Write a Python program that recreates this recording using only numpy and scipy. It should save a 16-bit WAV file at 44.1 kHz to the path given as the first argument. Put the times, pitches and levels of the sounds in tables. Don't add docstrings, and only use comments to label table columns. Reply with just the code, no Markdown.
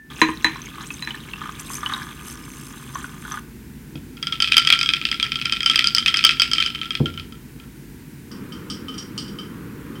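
import sys
import numpy as np
from scipy import signal
from scipy.fft import rfft, irfft
from scipy.io import wavfile

SR = 44100
rng = np.random.default_rng(int(sys.argv[2]) if len(sys.argv) > 2 else 0)


def generate_wav(sig):
    pcm = np.round(np.clip(np.atleast_2d(sig).T, -1, 1) * 32767).astype(np.int16)
    wavfile.write(sys.argv[1], SR, pcm)


N = 441000
TIME = np.arange(N) / SR

# [time_s, level_db]
AIR_LEVEL = [(0, -11.5), (.098, -7), (.106, 0.2)]
# [pitch_hz, density_db_per_hz]
NEAR_LOW = [(30, -29), (48, -9), (62, -1), (100, -8), (143, 3), (180, -4.5), (235, 0), (330, -6.5),
            (450, -15.5), (560, -29.5), (700, -39)]
NEAR_HISS = [(500, -4.5), (700, -3), (950, 4), (1200, -2.5), (1500, 5), (2400, 1.5), (3300, -4.5),
             (6000, -6.5), (15500, -5.5)]
FAR_LOW = [(30, -26), (50, -7.5), (100, -4), (145, -0.5), (200, 1), (290, -1), (380, -8.5), (480, -12),
           (580, -25.5), (720, -38.5)]
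FAR_HISS = [(500, 4), (720, 5), (950, 15.5), (1400, 19), (1900, 13.5), (2500, 10), (3400, 3), (6000, -8),
            (15500, -1.5)]
MAINS_HZ, ACROSS_ROOM_S = 50.2, 8.31

# [start_s, contact_db, wall_ring_db, base_thump_db]
SLIPS = [(0.216, 5, -20.5, -15), (0.286, -14, -54, -24), (0.445, 1.5, -18.5, -26.5), (1.024, -16, -31, -44),
         (1.074, -12.5, -40, -50)]
# [pitch_hz, level_db, t60_s]
EMPTY_GLASS = [(1766, -13, 0.13), (4019, 8, 0.11), (6560, -7, .025), (7100, -24, 0.12),
               (9950, -13.5, 0.064)]
# [pitch_hz, level_db, t60_s]
BASE_MODES = [(163, -7, 0.12), (237, -3, 0.13), (319, 1.5, 0.23), (461, -4, 0.078), (967, 5, 0.044),
              (1049, 6, 0.074), (1210, -1, 0.075)]
# [pitch_hz, width_hz, level_db]
STACK = [(950, 70, 3), (1210, 70, -2), (1756, 204, 7.5), (2520, 310, 2), (3200, 360, -6), (3700, 800, -11),
         (6330, 440, -11.5)]

# [centre_s, half_length_s, gurgle_rise_db, spray_rise_db]
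SURGES = [(0.1, .03, 10, -4), (0.198, .03, 5.5, 8), (0.567, 0.045, 3, -1.5), (0.822, 0.037, 13.5, 1),
          (0.923, 0.11, -9, 8), (1.424, .08, 7, -1.5), (1.604, 0.017, 7, 14), (1.74, 0.059, 3, 16.5),
          (1.92, 0.16, 16, 4.5), (2.292, 0.042, 6, 13), (2.623, 0.15, -1, 5), (2.987, 0.075, 8.5, 6.5),
          (3.335, 0.073, 13.5, 7)]
# [pitch_hz, width_hz, level_db]
CAVITY = [(896, 127, -6), (1059, 65, 1.5), (1210, 57, 5), (1510, 91, 0), (1710, 80, 0), (2050, 140, -9),
          (3300, 250, -8)]
# [pitch_hz, density_db_per_hz]
SPRAY_SPECTRUM = [(4700, -12), (5300, -8), (5700, -19), (6250, 6.5), (6900, -19), (7550, 2.5), (7900, -8),
                  (8500, 1), (10000, -3.5), (13000, -6.5), (16000, -39)]
# [start_s, level_db, pitch_hz]
GULPS = [(0.5584, -19, 1070), (0.782, -22, 1110), (0.9048, -19, 2550), (1.107, -18.5, 3000),
         (1.1453, -23, 1760), (1.3354, -18.5, 2690), (1.4157, -19.5, 1210), (1.457, -21, 1210),
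         (1.492, -16, 1210), (1.702, -19.5, 1080), (1.8312, -14.5, 1190), (1.8614, -12.5, 2980),
         (1.9215, -18, 1610), (1.937, -14, 3760), (2.0184, -22, 1650), (2.9555, -12.5, 1104),
         (3.043, -18.5, 1470), (3.251, -21.5, 1480), (3.3406, -17, 1210), (3.3734, -20, 1470)]
# [start_s, level_db]
SPITS = [(0.618, -20.5), (0.658, -23), (0.9416, -20), (1.7524, -15), (1.7714, -20), (2.9483, -20),
         (3.3199, -15.5)]
SPIT_CENTRE_HZ = 6280
POUR_START_S, POUR_END_S = .103, 3.396
GURGLE_DB, BUBBLE_DB, SPRAY_DB = -47.5, -44.5, -53
BUBBLES_FADE_S, BUBBLE_FADE_DB_PER_S, BUBBLE_FOLLOWS = 1.1, 4.5, 0.27

# [start_s, level_db]
THUDS = [(3.954, -26), (7.002, -12), (7.0098, -15)]
# [pitch_hz, level_db, t60_s]
DESK_MODES = [(87, -18.5, 0.98), (144.3, -1, 0.19), (226, -2.5, .09), (293.4, -4, 0.11),
              (362, -13.5, 0.074), (470, -13, 0.082), (685, -14.5, .02), (920, -11.5, 0.011)]

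# [start_s, knock_db, wall_ring_db, upper_ring_over_wall_ring_db]
CLINKS = [(3.956, -30.5, -43, 6), (4.1698, -41, -38.5, -2), (4.2275, -26.5, -19.5, 2),
          (4.2703, -25, -15, -2.5), (4.3242, -28, -13.5, -12), (4.4028, -12, -11.5, -5),
          (4.4229, -14, -10.5, 6), (4.444, -9, -21, -4), (4.4748, -14, -21, -13), (4.521, -0.5, -16.5, 0),
          (4.5425, -16, -14.5, -8), (4.5682, -8, -1, -1.5), (4.5801, -10, 0, -2.5),
          (4.6497, -22, -15.5, -2.5), (4.673, -11.5, -6.5, -1), (4.7026, -2, -7.5, -9),
          (4.7254, -5.5, -1, -12), (4.7375, -9.5, -13, -27), (4.7906, -17, -17, 6.5), (4.8124, -8, -13, -1),
          (4.8305, -18, -16, 6), (4.86, -23, -15, -3), (4.89, -5.5, -12, -5), (4.9362, -7.5, -11, -4),
          (5.0144, -16.5, -22.5, -10), (5.0528, -7, -24, -5), (5.1151, -13, -14.5, -2),
          (5.1989, -10, -20, -15), (5.2281, -18, -9.5, -3.5), (5.3194, -11.5, -18, -14),
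          (5.3567, -18, -17.5, -3), (5.4145, -14.5, -24, -12), (5.4561, -11.5, -13.5, -2),
          (5.5239, -10, -11, 0.5), (5.5631, -22, -28, -13), (5.6055, -23, -19.5, -1), (5.631, -22, -16, 0),
          (5.661, -16, -6.5, 0.5), (5.6984, -19, -5, -5), (5.7584, -5, -11, 6.5), (5.7918, -1.5, -13.5, -7),
          (5.8428, -12, -10, 0), (5.872, -28.5, -15.5, 13.5), (5.9488, -24, -14.5, 15.5),
          (5.9831, -17.5, -8, 2.5), (6.0609, -2.5, -15.5, -22), (6.0817, -22, -8, -4),
          (6.142, -10, -11.5, -5), (6.1709, -15, -17, 11), (6.1913, -8.5, -26, -5), (6.2402, -15, -7.5, 1),
          (6.2492, -17.5, 2, 1), (6.2921, -5.5, -9, -16), (6.3092, -7, -16, -4), (6.398, -34, -6.5, 0.5),
          (6.4192, -5.5, -8.5, 7), (6.5148, -28, -14.5, 0), (6.534, -24, -10.5, 5.5),
          (6.5827, -13, -9.5, -13), (6.6031, -21, -12.5, -8), (6.625, -6, -26, -12),
          (6.6619, -26, -13, -1.5), (6.7492, -22, -20.5, -13), (6.8149, -21, -17, -34),
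          (6.8565, -33, -24, -11), (6.9066, -18, -15.5, -9), (6.9521, -12, -22.5, 0),
          (7.0582, -32, -15, -21), (7.1402, -36, -32, -7), (7.176, -33, -23.5, -21), (7.1973, -24, -29, -5),
          (7.3236, -38, -34.5, -8), (7.5996, -34, -41, -19)]
SWIRL_S = [4.1, 4.45, 6.6, 7.2]
# [pitch_hz, level_db, t60_s]
FULL_GLASS = [(1341.7, 7.5, 0.11), (1617, -6, 0.043), (2364, -10, 0.054), (3170, 8, 0.034),
              (3160, -21.5, .13), (4753, 2.5, 0.017), (5032, -1.5, 0.024), (5800, -19.5, .025),
              (8050, -18.5, 0.025), (9820, -24.5, 0.023)]
# [time_s, pitch_hz]
WALL_PITCH = [(4.3, 3220), (5.8, 3180), (6.1, 3130), (7.1, 3157)]
SLOSH = 0.032
# [pitch_hz, width_hz, level_db]
KNOCK_MODES = [(1560, 400, -13), (2520, 540, -3), (3250, 500, 4), (5100, 1000, -7), (8300, 1500, -18.5)]
KNOCK_DB, RING_DB, UPPER_DB = 9.5, -6, -4
LOW_RING_DB, LOW_RING_FOLLOWS = -18, .72
REBOUND_S, REBOUND_KNOCK_LOSS_DB, REBOUND_RING_LOSS_DB = .014, 9.5, 13
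TOUCH_FROM_S, TOUCH_UNTIL_S = .018, .045
TOUCH_KNOCK_DB, TOUCH_RING_DB, TOUCH_SPREAD_DB = -21.5, -28, 6

# [start_s, level_db, brightness_db]
FAR_CLINKS = [(8.3147, -39, -5.5), (8.522, -28, -20.5), (8.7, -25, -4.5), (8.8835, -21.5, -30),
              (8.9411, -29.5, -20), (8.98, -28, -3.5), (9.178, -22.5, -5), (9.2792, -34.5, -10),
              (9.387, -22.5, -29), (9.9555, -35.5, -28)]
# [pitch_hz, width_hz, level_db]
HELD_GLASS = [(1256, 60, -14), (3080, 260, 5), (4810, 190, 11), (5160, 340, 7.5), (5610, 320, 8),
              (8540, 860, -5.5)]
CUTOFF_HZ = 16000


def from_db(db):
    return 10 ** (np.asarray(db) / 20)


def rms_one(x):
    return x / np.sqrt(np.mean(x ** 2) + 1e-20)


def at_hz(points, hz):
    pitch_hz, db = np.transpose(points)
    return np.interp(np.log(hz + 0.0011), np.log(pitch_hz), db)


def add(track, s, sound):
    i = max(0, round(s * SR))
    track[i:i + len(sound)] += sound[:max(0, N - i)]


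def dying(t60):
    return from_db(-60 * TIME[:int(1.2 * t60 * SR) + 2] / t60)


def ping(hz, t60, rise=0):
    fade = dying(t60)
    t = TIME[:len(fade)]
    return fade * np.sin(2 * np.pi * hz * t * (1 + rise * t / t60))


def contact(t60):
    fade = dying(t60)
    burst = fade * rng.standard_normal(len(fade))
    return burst / np.sqrt(np.sum(burst ** 2))


def cut(x, hz, kind, order=2):
    sections = signal.butter(order, min(hz, .45 * SR), kind, fs=SR, output="sos")
    return signal.sosfilt(sections, x + 1e-18)


def resonate(x, modes):
    out = 0
    for k, (hz, width, db) in enumerate(modes):
        r = np.exp(-np.pi * width / SR)
        poles = [1, -2 * r * np.cos(2 * np.pi * hz / SR), r * r]
        gain = (-1) ** k * from_db(db) * (1 - r * r) / 2
        out = out + gain * signal.lfilter([1, 0, -1], poles, x + 1e-18)
    return out


def coloured(x, spectrum):
    bins_hz = np.arange(N // 2 + 1) * SR / N
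    return rms_one(irfft(rfft(x) * from_db(at_hz(spectrum, bins_hz)), N))


def grains(per_s, spread_db):
    sizes = from_db(spread_db * np.minimum(rng.exponential(1, N), 3.5))
    signs = rng.choice([-1, 1], N)
    return sizes * signs * (rng.random(N) < per_s / SR)


def blips(low_hz, high_hz, per_s, cycles, rise, count):
    total = np.zeros(N)
    for hz in np.geomspace(low_hz, high_hz, count):
        total += signal.oaconvolve(grains(per_s, spread_db=4.5), ping(hz, cycles / hz, rise))[:N]
    return rms_one(total)


def echoes(x, t60, delay_s, dull_hz):
    tail = np.concatenate([np.zeros(int(delay_s * SR)), contact(t60)])
    return cut(signal.oaconvolve(x, tail)[:N], dull_hz, "low", order=1)


def room_air():
    white = rng.standard_normal((2, N))
    near = from_db(-40) * coloured(white[0], NEAR_LOW) + from_db(-51) * coloured(white[1], NEAR_HISS)
    far = from_db(-35) * coloured(white[0], FAR_LOW) + from_db(-47) * coloured(white[1], FAR_HISS)
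    hum = from_db(-49) * np.sin(2 * np.pi * MAINS_HZ * TIME)
    level = from_db(np.interp(TIME, *np.transpose(AIR_LEVEL)))
    return level * np.where(TIME < ACROSS_ROOM_S, near + hum, far)


def slipping_ice():
    wall, rattle = np.zeros(N), np.zeros(N)
    add(wall, 0, from_db(-41.5) * ping(EMPTY_GLASS[0][0], 0.48))
    for s, db, ring_db, thump_db in SLIPS:
        add(rattle, s, from_db(db) * contact(0.0087))
        add(rattle, s + .004, from_db(1.12 * db - 3.5) * contact(0.16))
        for hz, mode_db, t60 in EMPTY_GLASS:
            add(wall, s, from_db(ring_db + mode_db) * ping(hz, t60))
        for k, (hz, mode_db, t60) in enumerate(BASE_MODES):
            add(wall, s + 0.002, (-1) ** k * from_db(thump_db + mode_db) * ping(hz, t60))
    return wall + from_db(19.5) * cut(resonate(rattle, STACK), 690, "high")


def surging(t):
    rises = np.zeros((2, len(t)))
    for s, half_s, gurgle_db, spray_db in SURGES:
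        bell = np.exp(-((t - s) / half_s) ** 2)
        rises += np.multiply.outer([gurgle_db, spray_db], bell)
    return rises


def stream():
    plunge_db, spatter_db = surging(TIME)
    filling_s = np.maximum(TIME - BUBBLES_FADE_S, 0)
    bubble_db = BUBBLE_DB - BUBBLE_FADE_DB_PER_S * filling_s + BUBBLE_FOLLOWS * plunge_db
    edges_s = [POUR_START_S - .002, POUR_START_S, POUR_END_S, POUR_END_S + 0.0021]
    running = np.interp(TIME, edges_s, [0, 1, 1, 0])
    air = rms_one(cut(resonate(grains(per_s=400, spread_db=4), CAVITY), 700, "high", order=4))
    pings = blips(2210, 3950, per_s=34, cycles=33, rise=.012, count=12)
    drops = blips(5160, 9300, per_s=14, cycles=55, rise=.02, count=10)
    fizz = coloured(grains(per_s=1400, spread_db=5), SPRAY_SPECTRUM)
    covered = np.interp(TIME, [1.3, 1.7], [0, 1])
    treble = (1 - 0.36 * covered) * drops + (0.63 + 0.5 * covered) * fizz
    gurgle = from_db(GURGLE_DB + plunge_db) * air
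    bubbles = from_db(bubble_db) * pings
    spray = from_db(SPRAY_DB + spatter_db) * treble
    return running * (gurgle + bubbles + spray)


def splashes():
    rings, pops = np.zeros(N), np.zeros(N)
    for s, db, hz in GULPS:
        add(rings, s, from_db(db) * ping(hz, 0.033, rise=0.018))
        add(pops, s, from_db(db) * contact(0.031))
    for s, db in SPITS:
        hz = SPIT_CENTRE_HZ * np.exp(.04 * rng.standard_normal())
        add(rings, s, from_db(db - 6) * ping(hz, 0.023, rise=0.018))
    cavity_pops = cut(resonate(pops, CAVITY), 590, "high", order=4)
    return cut(rings, 1190, "high") + from_db(23) * cavity_pops


def desk():
    out, shudder = np.zeros(N), np.zeros(N)
    for s, db in THUDS:
        add(shudder, s, from_db(db) * contact(0.34))
        for k, (hz, mode_db, t60) in enumerate(DESK_MODES):
            add(out, s, (-1) ** k * from_db(db + mode_db) * ping(hz, t60))
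    return out + from_db(39) * cut(cut(shudder, 324, "low", order=4), 150, "high")


def swirl_effort(t):
    return np.interp(t, SWIRL_S, [0, 1, 1, 0])


def rebounds():
    s, knock_db, ring_db, upper_db = np.transpose(CLINKS)
    delay, force = rng.uniform(-1, 1, (len(s), 2)).T
    force_db = 3 * force - 14 * (1 - swirl_effort(s))
    return np.column_stack([s + REBOUND_S * (1 + .35 * delay),
                            knock_db - REBOUND_KNOCK_LOSS_DB + force_db,
                            ring_db - REBOUND_RING_LOSS_DB + force_db,
                            upper_db])


def light_touches():
    s = np.array(CLINKS)[:, 0]
    when, knock, ring, upper = rng.uniform(-1, 1, (len(s), 4)).T
    slack_db = 24 * (1 - swirl_effort(s))
    return np.column_stack([s + np.interp(when, [-1, 1], [TOUCH_FROM_S, TOUCH_UNTIL_S]),
                            TOUCH_KNOCK_DB + TOUCH_SPREAD_DB * knock - slack_db,
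                            TOUCH_RING_DB + TOUCH_SPREAD_DB * ring - slack_db,
                            TOUCH_SPREAD_DB * upper - 6])


def struck_glass():
    wall, knocks = np.zeros(N), np.zeros(N)
    blows = np.vstack([CLINKS, rebounds(), light_touches()])
    chance = rng.uniform(-0.94, 1, (len(blows), len(FULL_GLASS), 2))
    for (s, force_db, ring_db, upper_db), draws in zip(blows, chance):
        knock_db = force_db + KNOCK_DB
        touch = 0.82 * contact(0.0059)
        touch[0] += .8
        add(knocks, s, from_db(knock_db) * cut(touch, 7000 * 2 ** (knock_db / 26), "low"))
        clack_hz = 2520 * np.exp(0.028 * rng.standard_normal())
        add(wall, s, from_db(knock_db - 10) * ping(clack_hz, 0.018))
        strength = [(1340, LOW_RING_DB + LOW_RING_FOLLOWS * ring_db),
                    (3170, RING_DB + ring_db),
                    (5000, UPPER_DB + ring_db + upper_db)]
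        main_hz = np.interp(s, *np.transpose(WALL_PITCH))
        for (hz, mode_db, t60), (longer, sharper) in zip(FULL_GLASS, draws):
            if hz == FULL_GLASS[3][0]:
                pitch_hz = main_hz * (1 + SLOSH * sharper)
            else:
                pitch_hz = hz * (1 + 0.033 * sharper)
            level = from_db(at_hz(strength, hz) + mode_db)
            add(wall, s, level * ping(pitch_hz, t60 * (1 + longer / 3)))
    blend = wall + from_db(13.5) * resonate(knocks, KNOCK_MODES)
    return cut(cut(blend, 1420, "high", order=6), 9500, "low", order=4)


def jostle(clinks):
    memory = dying(0.16) ** 2
    recent_energy = signal.oaconvolve(np.tanh(clinks) ** 2, memory / np.sum(memory))[:N]
    stirred = np.sqrt(np.abs(recent_energy))
    bumps = blips(1995, 3300, per_s=14, cycles=11, rise=0, count=8)
    ticks = rms_one(resonate(grains(per_s=280, spread_db=1.5), KNOCK_MODES))
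    texture = cut(from_db(-11) * bumps + from_db(-13.5) * ticks, 1600, "high", order=4)
    return (stirred + from_db(-40.5) * swirl_effort(TIME)) * texture


def far_ice():
    touches, rings = np.zeros(N), np.zeros(N)
    low_hz, main_hz = HELD_GLASS[0][0], HELD_GLASS[1][0]
    for s, db, bright_db in FAR_CLINKS:
        add(touches, s, from_db(db + 0.7 * bright_db + 4) * contact(0.078))
        ring_hz = main_hz * (1 + 0.0081 * rng.standard_normal())
        add(rings, s, from_db(db - 3.5) * ping(ring_hz, 0.052))
        add(rings, s, from_db(db - 10.5 + 2 * rng.standard_normal()) * ping(low_hz, .1))
    direct = cut(rings + from_db(26) * resonate(touches, HELD_GLASS), 1230, "high")
    return direct + echoes(direct, t60=0.3, delay_s=0.004, dull_hz=11200)


def scene():
    clinks = struck_glass()
    solid = clinks + jostle(clinks) + slipping_ice() + desk()
    liquid = stream() + splashes()
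    radiated = solid + from_db(-2) * liquid
    early = from_db(-13) * echoes(radiated, t60=0.2, delay_s=0.002061, dull_hz=7300)
    late = from_db(-12) * echoes(radiated, t60=0.34, delay_s=.009, dull_hz=6000)
    return np.tile(solid + liquid + early + late + far_ice() + room_air(), (2, 1))


def record(dry):
    overloaded = dry / (1 + np.abs(dry / 1.02) ** 8) ** (1 / 8)
    low_pass = signal.ellip(10, .1, 70, CUTOFF_HZ, fs=SR, output="sos")
    return signal.sosfilt(low_pass, overloaded)


dry = scene()
out = record(dry)
generate_wav(out)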